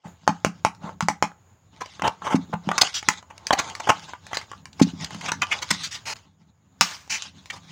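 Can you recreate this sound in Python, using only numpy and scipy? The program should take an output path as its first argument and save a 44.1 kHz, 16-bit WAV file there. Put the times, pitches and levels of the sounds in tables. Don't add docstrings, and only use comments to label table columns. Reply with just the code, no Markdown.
import sys
import numpy as np
from scipy import signal
from scipy.fft import rfft, irfft
from scipy.io import wavfile
from scipy.ndimage import uniform_filter1d

SR = 44100
rng = np.random.default_rng(int(sys.argv[2]) if len(sys.argv) > 2 else 0)


def field_ratio(decibels):
    return 10 ** (np.asarray(decibels, dtype=float) / 20)


def bounce(signal):
    frames = np.transpose(np.atleast_2d(signal))
    limited = np.clip(frames, -1, 1)
    pcm = np.round(limited * 32767).astype(np.int16)
    wavfile.write(sys.argv[1], SR, pcm)


N = 340011

# start in seconds, cover ring peak in dB, brightness in dB, cover pitch in Hz.
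NAIL_TAPS = [(.268, -33, -9.5, 1190), (.277, 0.5, -6.5, 854), (.4476, 0, -6, 864), (.649, -1, -4, 894),
             (.749, -45.5, 9, 972), (1.007, -9.5, -0.5, 907), (1.025, -30, 9, 940), (1.085, -4, -1, 844),
             (1.225, -1, -6.5, 841), (6.81, -4.5, 12, 1183), (6.814, -10.5, 4.5, 900), (7.077, -40, 4, 820),
             (7.222, -37.5, 23.5, 1170), (7.458, -39.5, 11, 1026), (1.317, -35, -22, 900)]
# start in seconds, cover ring peak in dB, brightness in dB, cover pitch in Hz.
HANDLING_KNOCKS = [(1.859, -32, 4, 824), (1.995, -23, -13.5, 1080), (2.02, -13.5, -7, 850),
                   (2.539, -22, -13, 834), (2.689, -10.5, -7.5, 773), (3.027, -27, 0, 840),
                   (3.086, -8, 9, 847), (3.468, -35, 22.5, 805), (3.506, -3, -17.5, 890),
                   (3.601, -28, -1.5, 1180), (3.699, -43.5, 22.5, 1310), (3.751, -29.5, 9, 1190),
                   (3.901, -6.5, -4.5, 894), (4.134, -22, -18, 986), (4.266, -39.5, 10.5, 750),
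                   (4.331, -15.5, -9, 1120), (4.37, -17.5, 8.5, 920), (4.413, -29.5, 0, 1293),
                   (4.515, -27, -2, 1120), (4.655, -37, 14, 1060), (4.73, -53, 20, 880),
                   (5.009, -40.5, 11.5, 840), (5.022, -48.5, 17, 744), (5.106, -31, 0.5, 850),
                   (5.146, -26, 2, 1070), (5.318, -15.5, 7, 945), (5.419, -14.5, 4, 1173),
                   (6.165, -49.5, 13, 990), (2.831, -13.5, -16, 750), (3.226, -38, -3.5, 1000)]
# start in seconds, cover ring peak in dB, brightness in dB, cover pitch in Hz, contact in ms.
BAND_RIPS = [(.048, -34, -6, 858, 37), (1.81, -20.5, -6.5, 1067, 18), (2.076, -8.5, -4, 908, 6.6),
             (2.219, -21.5, -40, 1100, 10), (2.269, -14.5, -23, 1000, 14), (2.324, -20, -10, 826, 16),
             (2.354, -25.5, 1.5, 846, 14), (2.531, -16, -47, 950, 13), (2.715, -10, -13, 1210, 5),
             (2.781, -11.5, 10, 1097, 10), (2.814, -11.5, 15.5, 818, 11), (3.303, -32, -9.5, 926, 14),
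             (3.379, -44, 13.5, 833, 3.5), (3.529, -8, 0.5, 790, 11), (3.589, -15.5, 3.5, 1150, 16),
             (3.8, -23.5, 0.5, 914, 8.3), (3.872, -16, -10, 867, 10), (3.892, -5.5, -6, 872, 13),
             (4.083, -34.5, -25, 1030, 20), (4.313, -31, -10, 900, 15), (4.344, -31, 11.5, 1020, 18),
             (4.529, -29.5, -17, 1130, 10), (4.797, -17.5, -6, 886, 10), (4.82, -34, 22.5, 865, 15)]
# start in seconds, cover ring peak in dB,
# sheet slap in dB re ring, sheet crackle in dB re ring, contact in ms.
CARD_RIPS = [(5.045, -46.5, 5, 29, 5), (5.211, -32.5, 8.5, 10, 8), (5.258, -32, 7, 9.5, 9.9),
             (5.284, -20.5, 3.5, -1.5, 15), (5.42, -19, 7.5, -3, 20), (5.517, -23, 15.5, 6.5, 24),
             (5.621, -25, -0.5, 8, 16), (5.707, -17.5, 1.5, 11.5, 9.3), (5.834, -44, 14, 27, 37),
             (5.947, -39, 3, 15.5, 22), (6.124, -33.5, 10, 13, 11), (7.502, -38, 19.5, 15.5, 10),
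             (7.529, -34, -14, 2.5, 28), (7.558, -36, -3, 3.5, 25)]
# start in seconds, cover ring peak in dB,
# sheet slap in dB re ring, sheet crackle in dB re ring, contact in ms.
LONG_DRAGS = [
    (.834, -31.5, -20, -16.5, 79),
    (2.039, -11.5, -8, -17, 48.7),
    (2.245, -23, -2.5, -4, 54),
    (2.301, -17.5, -7, -8, 50),
    (2.942, -41, 0, 25, 52),
    (5.912, -52, 17.5, 29, 62),
    (6.06, -29, 8, 11, 92),
    (7.101, -33.5, 15, 20, 76.2),
]
# start in seconds, peak in dB, push in ms, flat slap in dB re desk.
DESK_THUMPS = [(0.052, -31, 6.1, 1), (0.289, -14.5, 3.2, 1), (0.463, -18.5, 4.5, -9),
               (0.666, -29, 1.5, -21.5), (0.838, -25.5, 4.7, -8), (1.023, -18.5, 6.3, -14),
               (1.098, -23.5, 2, -5), (1.238, -24.5, 0.82, -12.5), (2.029, -23.5, 3.1, -17),
               (2.344, -5, 0.42, 9), (2.496, -32.5, 1.1, -10.5), (2.534, -20.5, 6, -18.5),
               (2.671, -16.5, 3.4, -11), (3.082, -27.5, 1.2, -19.5), (3.505, -32, 1.3, -4.5),
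               (3.893, -25, 0.76, 11.5), (4.814, 0.5, 0.31, 8), (5.148, -29, 3.5, -20.5),
               (5.711, -21, 1.8, -13), (6.811, -23.5, 1, -10), (4.869, -21.5, 1.4, 14),
               (4.933, -25, 3.2, 7.5), (2.389, -25, 1.5, 21), (3.529, -33, 0.86, 20)]
# middle in seconds, half length in seconds,
# pressure on the cover in dB, slide of the sheets in dB.
HAND_STROKES = [(.42, 0.27, -67, -62), (0.871, 0.046, -37, -51), (1.12, 0.056, -62, -66),
                (1.273, 0.042, -50.5, -63), (1.779, 0.042, -54, -56.5), (1.902, 0.067, -54.5, -42),
                (2.155, 0.17, -51.5, -56), (2.345, 0.12, -60, -62.5), (2.6, 0.19, -61, -60),
                (2.765, 0.092, -41.5, -46), (2.87, 0.063, -52, -37), (3.0, .06, -54.5, -41),
                (3.135, 0.048, -47, -40.5), (3.438, 0.11, -47.5, -54.5), (3.622, 0.073, -39, -41.5),
                (3.77, 0.12, -49, -56), (3.87, 0.069, -36, -35.5), (4.097, 0.12, -57.5, -50),
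                (4.412, 0.12, -52.5, -48), (4.863, 0.063, -54.5, -46), (5.11, 0.12, -48.5, -44.5),
                (5.259, 0.051, -39, -36), (5.553, 0.093, -38.5, -38.5), (5.69, 0.051, -76, -38),
                (5.81, 0.17, -62, -45), (6.194, 0.046, -63, -60), (6.907, 0.057, -50.5, -38.5),
                (7.211, 0.057, -50, -35), (7.5, 0.14, -65, -54), (7.7, 0.063, -63, -50.5)]
# time in seconds, level in dB.
DESK_LEAN = [(0, -88), (.3, -54), (.5, -56.5), (.89, -46), (1.099, -61), (1.55, -68.5), (1.8, -55.5),
             (2.2, -58), (2.55, -45), (2.801, -63.5), (3.5, -62.5), (3.9, -57.5), (4.55, -61), (4.9, -49.5),
             (5.3, -42), (5.5, -52), (6.3, -66), (7.71, -53)]
# pitch ratio, level in dB, T60 in seconds.
COVER_MODES = [(1., 17, 0.028), (1.2, 10, 0.03), (0.8, 3, 0.025), (1.45, 6, .025)]
# frequency in Hz, level in dB, T60 in seconds.
DESK_MODES = [(119, -1, .12), (175.3, 9, .22), (206.9, 11, 0.14), (285.3, 2.5, 0.14), (320, -9.5, 0.0097),
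              (513, -22.5, 0.012)]
# frequency in
# Hz, density in dB per Hz.
SHEET_COLOUR = [(700, -18.5), (1300, 2), (1800, 2), (2700, 3), (3300, 7), (4500, 3), (5700, 1), (6300, 2.5),
                (7300, -3.5), (8300, -11), (11800, -24), (13800, -32), (15000, -18.5), (15800, -22.5),
                (16300, -47.5)]
# frequency in Hz, density in dB per Hz.
SPINE_COLOUR = [(500, -11), (1000, 5), (3500, 0.5), (6500, 1.5), (8000, -7), (12000, -27), (15200, -9.5),
                (16300, -42)]
# frequency in Hz, level in dB.
WALL_COLOUR = [(400, -7.5), (900, 0.5), (3000, -8.5), (7000, -9.5), (16000, -4.5)]
# delay in ms, level in dB.
EARLY_ECHOES = [(4.2, -18), (13.5, -9), (17, -12), (27, -18)]
# frequency in Hz, density in dB per Hz.
RUMBLE_COLOUR = [(18, -60.5), (30, -15), (91, 16), (165, -4), (188, -10), (225, -8), (252, -10),
                 (327, -29.5), (874, -22.5), (1500, -44), (1950, -56.5), (3300, -120)]
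# frequency in Hz, density in dB per Hz.
HISS_COLOUR = [(1000, 1.5), (5900, -20), (6900, 2), (7700, -23), (13500, -27), (15000, -18), (15800, -18),
               (16500, -38)]
# time in seconds, gain in dB.
NOISE_GATE = [
    (0, -34),
    (.04, -20),
    (.08, 15),
    (.22, -4.5),
    (.3, 5),
    (1.5, 2.5),
    (6.15, 10.5),
    (6.3, -6.5),
    (6.42, -1.5),
    (7.71, 5.5),
]


def blows(rows, slap_db, ms=None):
    slap_per_bright = 0.44
    return [(s, db, slap_db + slap_per_bright * bright, bright, ms or own_ms[0], hz)
            for s, db, bright, hz, *own_ms in rows]


def contacts(rows, rise, lead, edge, strike, spread_db):
    size = 8192
    split_hz, bend_db, bend_t60_s = 3500, -34, .016
    rattle_db, rattle_s = -28.5, 0.018
    out = np.zeros(N + 2 * size)
    t = np.arange(size) / SR
    sheet = colour(SHEET_COLOUR)
    chances = rng.standard_normal((len(rows), 3, size))
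    for (s, db, slap_db, crackle_db, ms, hz), chance in zip(rows, chances):
        u = t / (max(ms, .1) / 1000)
        swell = 1 - np.exp(-((u + 0.081) / rise) ** 2)
        force = unit(slips(chance[:2] * [[1], [100]], spread_db) * swell * np.exp(-u ** edge))
        force[0] -= strike

        draws = chance[2, :40].reshape(20, 2)
        bend_modes = [(12 ** (c * 50 % 1), bend_db + 4 * g, bend_t60_s) for c, g in draws]
        bend = ring(bend_modes, 1400, 2048)
        bend[0] = 1

        rattle = strike * field_ratio(rattle_db) * chance[0, ::-1] * np.exp(-t / rattle_s)
        crisp = signal.fftconvolve(force + rattle, signal.fftconvolve(sheet, bend))
        cover = signal.fftconvolve(force, ring(COVER_MODES, hz, 4096))
        slap = band(crisp, 1993, split_hz)
        crackle = band(crisp, split_hz, 21000)
        first = int((s - lead * ms / 1000) * SR)
        for part, rel_db in ((cover, 0), (slap, slap_db), (crackle, crackle_db)):
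            out[first:][:size] += field_ratio(db + rel_db) * unit(part[:size])
    return out[:N]


def shiver():
    snap_s, snap_db, t60_s = 6.815, -28, .5
    t = np.arange(N) / SR - snap_s
    buzz = coloured_noise(SPINE_COLOUR)
    return (t > 0) * field_ratio(snap_db - 60 * np.abs(t) / t60_s + 0.9 * walk(90)) * buzz


def thumps():
    slap_hz, slap_t60_s = 262, 0.1
    size = 16384
    out = np.zeros(N + size)
    for s, db, ms, slap_db in DESK_THUMPS:
        push = -np.hanning(max(int(ms * SR / 1000), 8))
        body = ring([*DESK_MODES, (slap_hz, slap_db + 6, slap_t60_s)], 0.99, size)
        thump = band(np.convolve(body, push)[:size], 180, 2000)
        out[int(s * SR):][:size] += field_ratio(db) * unit(thump)
    return out[:N]


def strokes():
    rest_db = -79
    t = np.arange(0, N, 64) / SR
    s, half, *levels = np.transpose(HAND_STROKES)[:, :, None]
    bell = np.exp(-2 * ((t - s) / half) ** 2)
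    curves_db = []
    for db in levels:
        power = np.sum(field_ratio(2 * db) * bell, axis=0) + field_ratio(2 * rest_db)
        curves_db.append(np.interp(np.arange(N) / SR, t, 10 * np.log10(power)))
    return curves_db


def handling(spread_db, flicker_db, patchy_db):
    desk_spread_db, rustle_top_hz = 1., 8800
    shared = walk(35)
    cover = grains(ring(COVER_MODES, 880, 4096), spread_db)
    sheet = grains(colour(SHEET_COLOUR), spread_db)
    desk = grains(ring(DESK_MODES, 0.92, 9800), desk_spread_db)
    patches_hz = 1000 * 1.35 ** np.arange(10)
    sheet = sum(band(sheet, hz, 1.35 * hz) * field_ratio(patchy_db * walk(50)) for hz in patches_hz)
    sheet = band(sheet, 630, rustle_top_hz)
    out = 0
    for db, x in zip(strokes() + curves(DESK_LEAN), (cover, sheet, desk)):
        out = out + field_ratio(db + flicker_db * (shared + 0.07 * walk(20))) * level(x)
    return out


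def room(x):
    tail_db, t60_s, top_t60_s = -14.5, 0.24, 0.17
    t = np.arange(SR // 2) / SR
    noise = level(rng.standard_normal((2, len(t))))
    top = signal.sosfilt(signal.butter(2, 6000, "high", fs=SR, output="sos"), noise[0])
    tail = (noise[0] - top) * field_ratio(-60 * t / t60_s) + top * field_ratio(-60 * t / top_t60_s)
    tail = tail * np.clip(t / 0.004, 0, 1)
    tail = field_ratio(tail_db) * tail / np.sqrt(np.sum(tail ** 2))
    for ms, db in EARLY_ECHOES:
        late = t - ms / 1000
        tail = tail + field_ratio(db - 17) * noise[1] * (late > 0) * np.exp(-np.abs(late) / .0015)
    lumps = uniform_filter1d(np.abs(rfft(tail)), size=80)
    tail = irfft(rfft(tail) * np.mean(lumps) / lumps, len(t)) * (t < .4)
    return signal.fftconvolve(x, signal.fftconvolve(tail, colour(WALL_COLOUR)))[:N]


def room_tone():
    rumble_db, hiss_db, hiss_flicker_db = -61.5, -68.5, 3
    gate, = curves(NOISE_GATE)
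    rumble = field_ratio(gate + rumble_db + 0.76 * walk(4)) * coloured_noise(RUMBLE_COLOUR)
    flicker = hiss_flicker_db * walk(9)
    hiss = field_ratio(gate + hiss_db + flicker + 0.76 * walk(4)) * coloured_noise(HISS_COLOUR)
    return rumble + hiss


def slips(chance, spread_db):
    return chance[0] * field_ratio(spread_db * -np.log(1 - chance[1] % 1))


def grains(body, spread_db):
    return signal.fftconvolve(slips(rng.standard_normal((2, N)) * [[1], [100]], spread_db), body)[:N]


def ring(modes, base_hz, size):
    t = np.arange(size) / SR
    return sum(field_ratio(db) * np.sin(2 * np.pi * base_hz * f * t) * 1000. ** (-t / t60) for f, db, t60 in modes)


def colour(points, size=4096):
    hz, db = np.transpose(points)
    bins_hz = np.arange(size // 2 + 1) * SR / size
    log_gain = np.interp(np.log(bins_hz + 1), np.log(hz), db) * np.log(10) / 20
    c = irfft(log_gain)
    c[1:size // 2] *= 2
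    c[size // 2 + 1:] = 0
    return irfft(np.exp(rfft(c)))[:size // 2]


def coloured_noise(points):
    return level(signal.fftconvolve(rng.standard_normal(N), colour(points))[:N])


def band(x, lo_hz, hi_hz):
    return signal.sosfilt(signal.butter(2, [lo_hz, hi_hz], "band", fs=SR, output="sos"), x)


def walk(rate):
    k = int(SR / rate)
    held = np.repeat(rng.standard_normal(N // k + 2), k)
    return uniform_filter1d(uniform_filter1d(held, k), k)[:N]


def curves(table):
    s, *columns = np.vstack(table).T
    return [np.interp(np.arange(N) / SR, s, c) for c in columns]


def unit(x):
    return x / np.max(np.abs(x))


def level(x):
    return x / np.sqrt(np.mean(x ** 2))


def scene():
    open_hz, drag_hz = 1000, 900
    nails = blows(NAIL_TAPS, slap_db=-8, ms=1.1)
    knocks = blows(HANDLING_KNOCKS, slap_db=-0.5, ms=2.4)
    rips = blows(BAND_RIPS, slap_db=-2.5) + [(*row, open_hz) for row in CARD_RIPS]
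    drags = [(*row, drag_hz) for row in LONG_DRAGS]
    hits = contacts(nails, rise=.05, lead=-.3, edge=1.5, strike=5., spread_db=2.)
    hits = hits + contacts(knocks, rise=.05, lead=-.3, edge=1.5, strike=2., spread_db=2.)
    hits = hits + contacts(rips, rise=.7, lead=.35, edge=2.5, strike=0, spread_db=3.)
    hits = hits + contacts(drags, rise=.16, lead=.06, edge=4, strike=0, spread_db=2.3)

    change_s = 6.137
    before = np.arange(N) < change_s * SR
    early = hits * before
    late = hits * (np.arange(N) > (change_s + .02) * SR)
    hands = handling(spread_db=3., flicker_db=5.5, patchy_db=2.5)
    heard = (early + room(early)) * before + late + room(late)
    return (heard + shiver() + thumps() + hands + room_tone())[None]


def band_limit(x):
    return signal.sosfilt(signal.butter(12, 16650, fs=SR, output="sos"), x)


def record(dry):
    mic_low_hz = 73
    thin = signal.sosfilt(signal.butter(3, mic_low_hz, "high", fs=SR, output="sos"), dry)
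    mix = np.clip(thin, -1, 1)
    return band_limit(mix)


dry = scene()
out = record(dry)
bounce(out)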